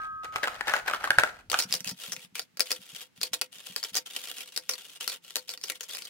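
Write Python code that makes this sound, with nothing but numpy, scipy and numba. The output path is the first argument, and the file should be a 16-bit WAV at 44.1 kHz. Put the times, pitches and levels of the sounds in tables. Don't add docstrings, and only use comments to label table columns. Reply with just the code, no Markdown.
import sys
import numpy as np
from scipy import signal
from scipy.fft import rfft, irfft
from scipy.io import wavfile
from scipy.ndimage import uniform_filter1d
from numba import njit

SR = 44100
rng = np.random.default_rng(int(sys.argv[2]) if len(sys.argv) > 2 else 0)


def int16_out(signal):
    q = np.round(np.clip(np.atleast_2d(signal).T, -1, 1) * 32767)
    wavfile.write(sys.argv[1], SR, q.astype(np.int16))


N = 268569

# start_s, level_db, strongest_ring_hz
BLOWS = [(0.359, -15, 1260), (0.432, -15.5, 1640), (0.439, -15, 1620), (0.473, -17, 1210),
         (0.609, -18.5, 1700), (0.671, -20, 1660), (0.714, -22, 1450), (0.737, -9, 1540),
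         (0.88, -16.5, 1530), (0.898, -17, 1150), (0.935, -16, 1340), (1.041, -15, 1550),
         (1.074, -21.5, 1120), (1.105, -5, 1530), (1.185, -4.5, 1565), (1.235, -7.5, 1500),
         (1.499, -19.5, 4650), (1.516, -7.5, 6180), (1.53, -17, 1340), (1.542, -9.5, 1350),
         (1.589, -5, 5130), (1.605, -16, 5030), (1.623, -14.5, 5370), (1.709, -23, 2620),
         (1.725, -8.5, 5000), (1.739, -7.5, 5200), (1.805, -20.5, 5500), (1.845, -19, 2700),
         (1.874, -14, 4700), (1.896, -17.5, 5060), (2.12, -14.5, 5860), (2.164, -19.5, 2450),
         (2.354, -16, 2530), (2.394, -11.5, 4700), (2.571, -23.5, 5033), (2.595, -9, 2644),
         (2.605, -4.5, 5040), (2.706, -11.5, 2480), (2.716, -6, 4870), (3.214, -15.5, 4604),
         (3.231, -7.5, 4450), (3.333, -10, 5600), (3.338, -18, 3980), (3.413, -10, 4630),
         (3.418, -11, 2593), (3.669, -22.5, 3190), (3.762, -9.5, 4610), (3.829, -16.5, 4760),
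         (3.838, -15, 5270), (3.847, -17, 3222), (3.944, -17.5, 4917), (3.953, -11, 6100),
         (3.963, -9.5, 5430), (4.163, -13, 3070), (4.253, -51.5, 2834), (4.285, -23, 3150),
         (4.314, -18, 3209), (4.383, -20.5, 2780), (4.562, -17, 4520), (4.575, -11, 5050),
         (4.692, -9, 5897), (4.695, -8.5, 5700), (4.712, -18, 5060), (5.009, -19, 3013), (5.077, -10, 4580),
         (5.306, -26, 3275), (5.357, -7.5, 4193), (5.366, -9.5, 4616), (5.492, -20, 4900),
         (5.575, -24, 4920), (5.613, -31, 4766), (5.638, -15.5, 5200), (5.699, -9.5, 2340),
         (5.704, -20.5, 2070), (5.808, -17, 6107), (5.902, -27, 3810), (5.949, -18.5, 4930),
         (5.97, -21.5, 2572), (6.021, -25, 4493)]
# start_s, end_s, level_db
SLIDES = [(0, 0.057, -59), (0.234, 0.247, -45), (0.326, 0.607, -49), (0.662, 0.795, -43),
          (0.861, 0.95, -44), (1.002, 1.303, -53), (1.286, 1.398, -61), (1.498, 1.63, -45.5),
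          (1.678, 1.726, -48.5), (1.727, 1.777, -42.5), (1.846, 1.911, -44.5), (1.97, 2.134, -48),
          (2.105, 2.242, -53), (2.351, 2.41, -45), (2.657, 2.77, -49), (2.801, 2.937, -54),
          (2.948, 3.029, -45.5), (3.16, 3.176, -60), (3.214, 3.256, -42), (3.332, 3.363, -46.5),
          (3.523, 3.761, -53), (3.786, 3.893, -51.5), (3.933, 3.985, -42.5), (4.063, 4.429, -47),
          (4.453, 4.539, -53.5), (4.589, 4.687, -60.5), (4.7, 4.736, -42.5), (4.775, 4.96, -53.5),
          (5.005, 5.044, -43.5), (5.077, 5.14, -45.5), (5.224, 5.34, -58.5), (5.381, 5.454, -62.5),
          (5.478, 5.533, -48), (5.631, 5.751, -51), (5.803, 5.862, -52), (5.89, 6.084, -48.5)]
HOLLOW_HZ = 1900
TO_POT_S = 1.45
RUMBLE_END_S = 1.58
GRIP_DB_PER_S, LET_GO_DB_PER_S = 2488, 700


def undb(db):
    return 10 ** (np.asarray(db) / 20)


def colour(table, hz):
    table_hz, db = np.transpose(table)
    return np.interp(np.log(hz), np.log(table_hz), db)


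@njit
def add(out, start, hz, t60, phase, left, right, lag, rise):
    for k in range(len(start)):
        step = np.exp((2j * np.pi * hz[k] - np.log(1000) / t60[k]) / SR)
        state = np.exp(1j * phase[k])
        gap = 1.
        first = int(start[k] * SR)
        for i in range(first, min(first + int(.7 * t60[k] * SR), out.shape[1] - 64)):
            gap *= rise
            value = state.imag * (1 - gap)
            out[0, i + lag[k]] += left[k] * value
            out[1, i + 20] += right[k] * value
            state *= step


def modes(start, hz, db, t60, rise_s, leads=0):
    out = np.zeros((2, N))
    size = undb(db)
    lag = np.full(len(start), 20 - leads)
    add(out, start, hz, t60, 0 * start, size, size, lag, np.exp(-1 / (rise_s * SR)))
    return out


def kitchen():
    # frequency_hz, density_db
    air_colour = [(40, -22.5), (170, 5), (600, -12), (2500, -9), (15000, -24.5)]
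    air_db, rumble_db, rumble_hz = -68.5, -63, 135
    f = np.fft.rfftfreq(N, 1 / SR) + 1
    air = irfft(rfft(rng.standard_normal((2, N))) * undb(colour(air_colour, f)), N)

    source = rng.standard_normal(N) + 0.19 * rng.standard_normal((2, N))
    low_pass = 1 / (1 + (f / rumble_hz) ** 2)
    high_pass = 1 / (1 + 60 / f)
    rumble = irfft(rfft(source) * low_pass * high_pass, N)
    stirred = np.clip((RUMBLE_END_S - np.arange(N) / SR) / 0.016, 0, 1)
    return air / air.std() * undb(air_db) + rumble / rumble.std() * undb(rumble_db) * stirred


def knocks():
    # start_s, level_db
    thuds = [(0.354, -37), (1.099, -34), (1.178, -25.5), (1.652, -31.5), (1.7, -36), (1.748, -36.5),
             (1.806, -36), (1.865, -31), (1.916, -27.5), (2.083, -37), (2.13, -43), (2.173, -43),
             (2.245, -43), (2.324, -44.5), (2.427, -54), (2.539, -52), (2.791, -41.5), (2.93, -42.5),
             (3.181, -42.5), (3.313, -45), (3.561, -49.5), (3.698, -37.5), (3.92, -42)]
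    start, db = np.transpose(thuds)
    centre_hz = np.where(start < RUMBLE_END_S, 103, 179.2)
    detune = 1 + .04 * rng.standard_normal((len(start), 3))
    hz = centre_hz[:, None] * [.8, 1, 1.3] * detune
    mode_db = db[:, None] + [-8., 0., -7.]
    return modes(np.repeat(start, 3), hz.ravel(), mode_db.ravel(), np.full(hz.size, .07), rise_s=.009)


def pot_ringing():
    # frequency_hz, level_db, t60_s
    pot_modes = [(1272, -33, 3.5), (1591, -38, 0.95), (3240, -62, 0.8)]
    damped_s, damping_db_per_s = 0.49, 90
    hz, db, t60 = np.transpose(pot_modes)
    free = modes(0 * hz, hz, db, t60, rise_s=.0001, leads=-8)
    return free * undb(-damping_db_per_s * np.maximum(np.arange(N) / SR - damped_s, 0))


def room(x, wet_db, t60):
    t = np.arange(SR // 2) / SR
    tail = rng.standard_normal((2, len(t))) * undb(-60 * t / t60) * (t > .002)
    tail = tail / np.sqrt(np.sum(tail ** 2, 1, keepdims=True))
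    reflected = signal.fftconvolve(x.mean(0, keepdims=True), tail, axes=1)[:, :N]
    return x + undb(wet_db) * reflected


def pot_wall(x):
    # frequency_hz, level_db, t60_s
    wall_modes = [(316, -48, .12), (507, -45, .17), (660, -49, .1), (916, -45, .1), (1337, -52, .07),
                  (2137, -57, .2), (5790, -58, .15), (10290, -66, .13)]
    hz, db, t60 = np.transpose(wall_modes)
    response = modes(0 * hz, hz, db, t60, rise_s=.001)[:, :SR // 2]
    return signal.fftconvolve(x, response, axes=1)[:, :N]


def contacts(start, db, ring_hz, shell, leads, count, t60, focus_db, octaves, spread_db, rise_s):
    chance = rng.random((len(start), count, 4))
    place = rng.standard_normal((len(start), 2))
    u = (np.arange(count) + chance[..., 0]) / count
    hz = 250 + 16000 * u ** 2

    near = np.exp(-(np.log2(hz / ring_hz[:, None]) / octaves) ** 2)
    fade = t60 * (hz / 2000) ** -.7 * (.5 + chance[..., 1])
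    fade = fade * (1 + .8 * near)

    size = undb(colour(shell, hz) + focus_db * near) * np.sqrt(u / fade)
    size = size * undb(db)[:, None] / np.sqrt(np.sum(size ** 2, 1, keepdims=True))

    pan_db = 1.7 + 3.6 * place[:, :1] + spread_db * (chance[..., 2] - .5)
    left, right = size * undb(pan_db / 2), size * undb(-pan_db / 2)
    mode_shift = .22 * (chance[..., 1] - .5) * SR / hz
    lag = np.clip(20 - leads + 2.5 * place[:, 1:] + mode_shift, 0, 60).astype(np.int64)

    out = np.zeros((2, N))
    rows = (start[:, None] + 0 * hz, hz, fade, 2 * np.pi * chance[..., 3], left, right, lag)
    add(out, *(row.ravel() for row in rows), np.exp(-1 / (rise_s * SR)))
    return out


def grind(slides, blows, shell, leads, slide_hz, settle_s, rate, rattle_db, rattle_t60, t60, focus_db):
    slide_start, slide_end, slide_db = np.transpose(slides)
    hit, hit_db, hit_hz = np.transpose(blows)
    last = max(slide_end[-1], hit[-1] + settle_s) + .1

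    chance = rng.random((int(2500 * (last - slide_start[0])), 3))
    start = slide_start[0] + np.cumsum(-np.log(chance[:, 0]) / rate)
    bunch_db = 60 * uniform_filter1d(chance[:, 2] - .5, size=20)
    luck_db = np.minimum(-4.3 * np.log(chance[:, 1]), 16.) + bunch_db
    keep = start < last
    start, luck_db = start[keep], luck_db[keep]

    s = start[:, None]
    onset_db = GRIP_DB_PER_S * np.maximum(slide_start - s, 0)
    release_db = LET_GO_DB_PER_S * np.maximum(s - slide_end, 0)
    slide = undb(slide_db - onset_db - release_db)
    since = np.abs(s - hit)
    settling_db = 60 * since / rattle_t60 + LET_GO_DB_PER_S * np.maximum(since - settle_s, 0)
    rattle = undb(hit_db + rattle_db - settling_db) * (s > hit)
    effort_db = 10 * np.log10(np.sum(slide ** 2, 1) + np.sum(rattle ** 2, 1) + 1e-12)

    latest = np.maximum(np.searchsorted(hit, start) - 1, 0)
    ring_hz = np.where(np.abs(start - hit[latest]) < settle_s, hit_hz[latest], slide_hz)
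    heard = effort_db > -78
    return contacts(start[heard], (effort_db + luck_db)[heard], ring_hz[heard], shell, leads, count=14,
                    t60=t60, focus_db=focus_db, octaves=.3, spread_db=13.5, rise_s=0.000093)


def clacks(blows, shell, leads, t60, focus_db, octaves):
    start, db, hz = np.transpose(blows)
    return contacts(start, db, hz, shell, leads, count=120, t60=t60, focus_db=focus_db,
                    octaves=octaves, spread_db=13.0, rise_s=0.00014)


def shells_in_colander(blows, slides):
    # frequency_hz, density_db
    shell = [(200, -31.5), (550, -5.5), (800, 1.5), (1000, -6), (1560, -4), (2800, -6), (6000, -16),
             (15500, -26)]
    leads = 4
    struck = clacks(blows, shell, leads, t60=.017, focus_db=15, octaves=0.24)
    rubbed = grind(slides, blows, shell, leads, slide_hz=1500, settle_s=0.043, rate=1200.,
                   rattle_db=-25, rattle_t60=0.11, t60=0.016, focus_db=7)
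    return room(struck + rubbed, wet_db=-7.0, t60=0.3)


def shells_in_pot(blows, slides):
    # frequency_hz, density_db
    shell = [(150, -46), (250, -19.5), (499, -11), (995, -16), (1310, -10), (1760, -8.5), (4630, -5),
             (10500, -7.5), (15500, -13)]
    leads = 1.5
    struck = clacks(blows, shell, leads, t60=.011, focus_db=11.5, octaves=0.13)
    rubbed = grind(slides, blows, shell, leads, slide_hz=3150, settle_s=.04, rate=1300.,
                   rattle_db=-27, rattle_t60=0.10555, t60=0.02, focus_db=9)
    direct = struck + rubbed
    return room(direct + pot_wall(direct), wet_db=-6.0, t60=0.067)


def scene():
    blows, slides = np.array(BLOWS), np.array(SLIDES)
    deep = blows[:, 2] < HOLLOW_HZ
    early = slides[:, 0] < TO_POT_S
    shells = shells_in_colander(blows[deep], slides[early]) + shells_in_pot(blows[~deep], slides[~early])
    shells = signal.sosfilt(signal.butter(2, 220, "high", fs=SR, output="sos"), shells)
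    return shells + pot_ringing() + knocks() + kitchen()


def record(dry):
    return signal.sosfilt(signal.ellip(10, .2, 80, 15800, fs=SR, output="sos"), dry)


dry = scene()
out = record(dry)
int16_out(out)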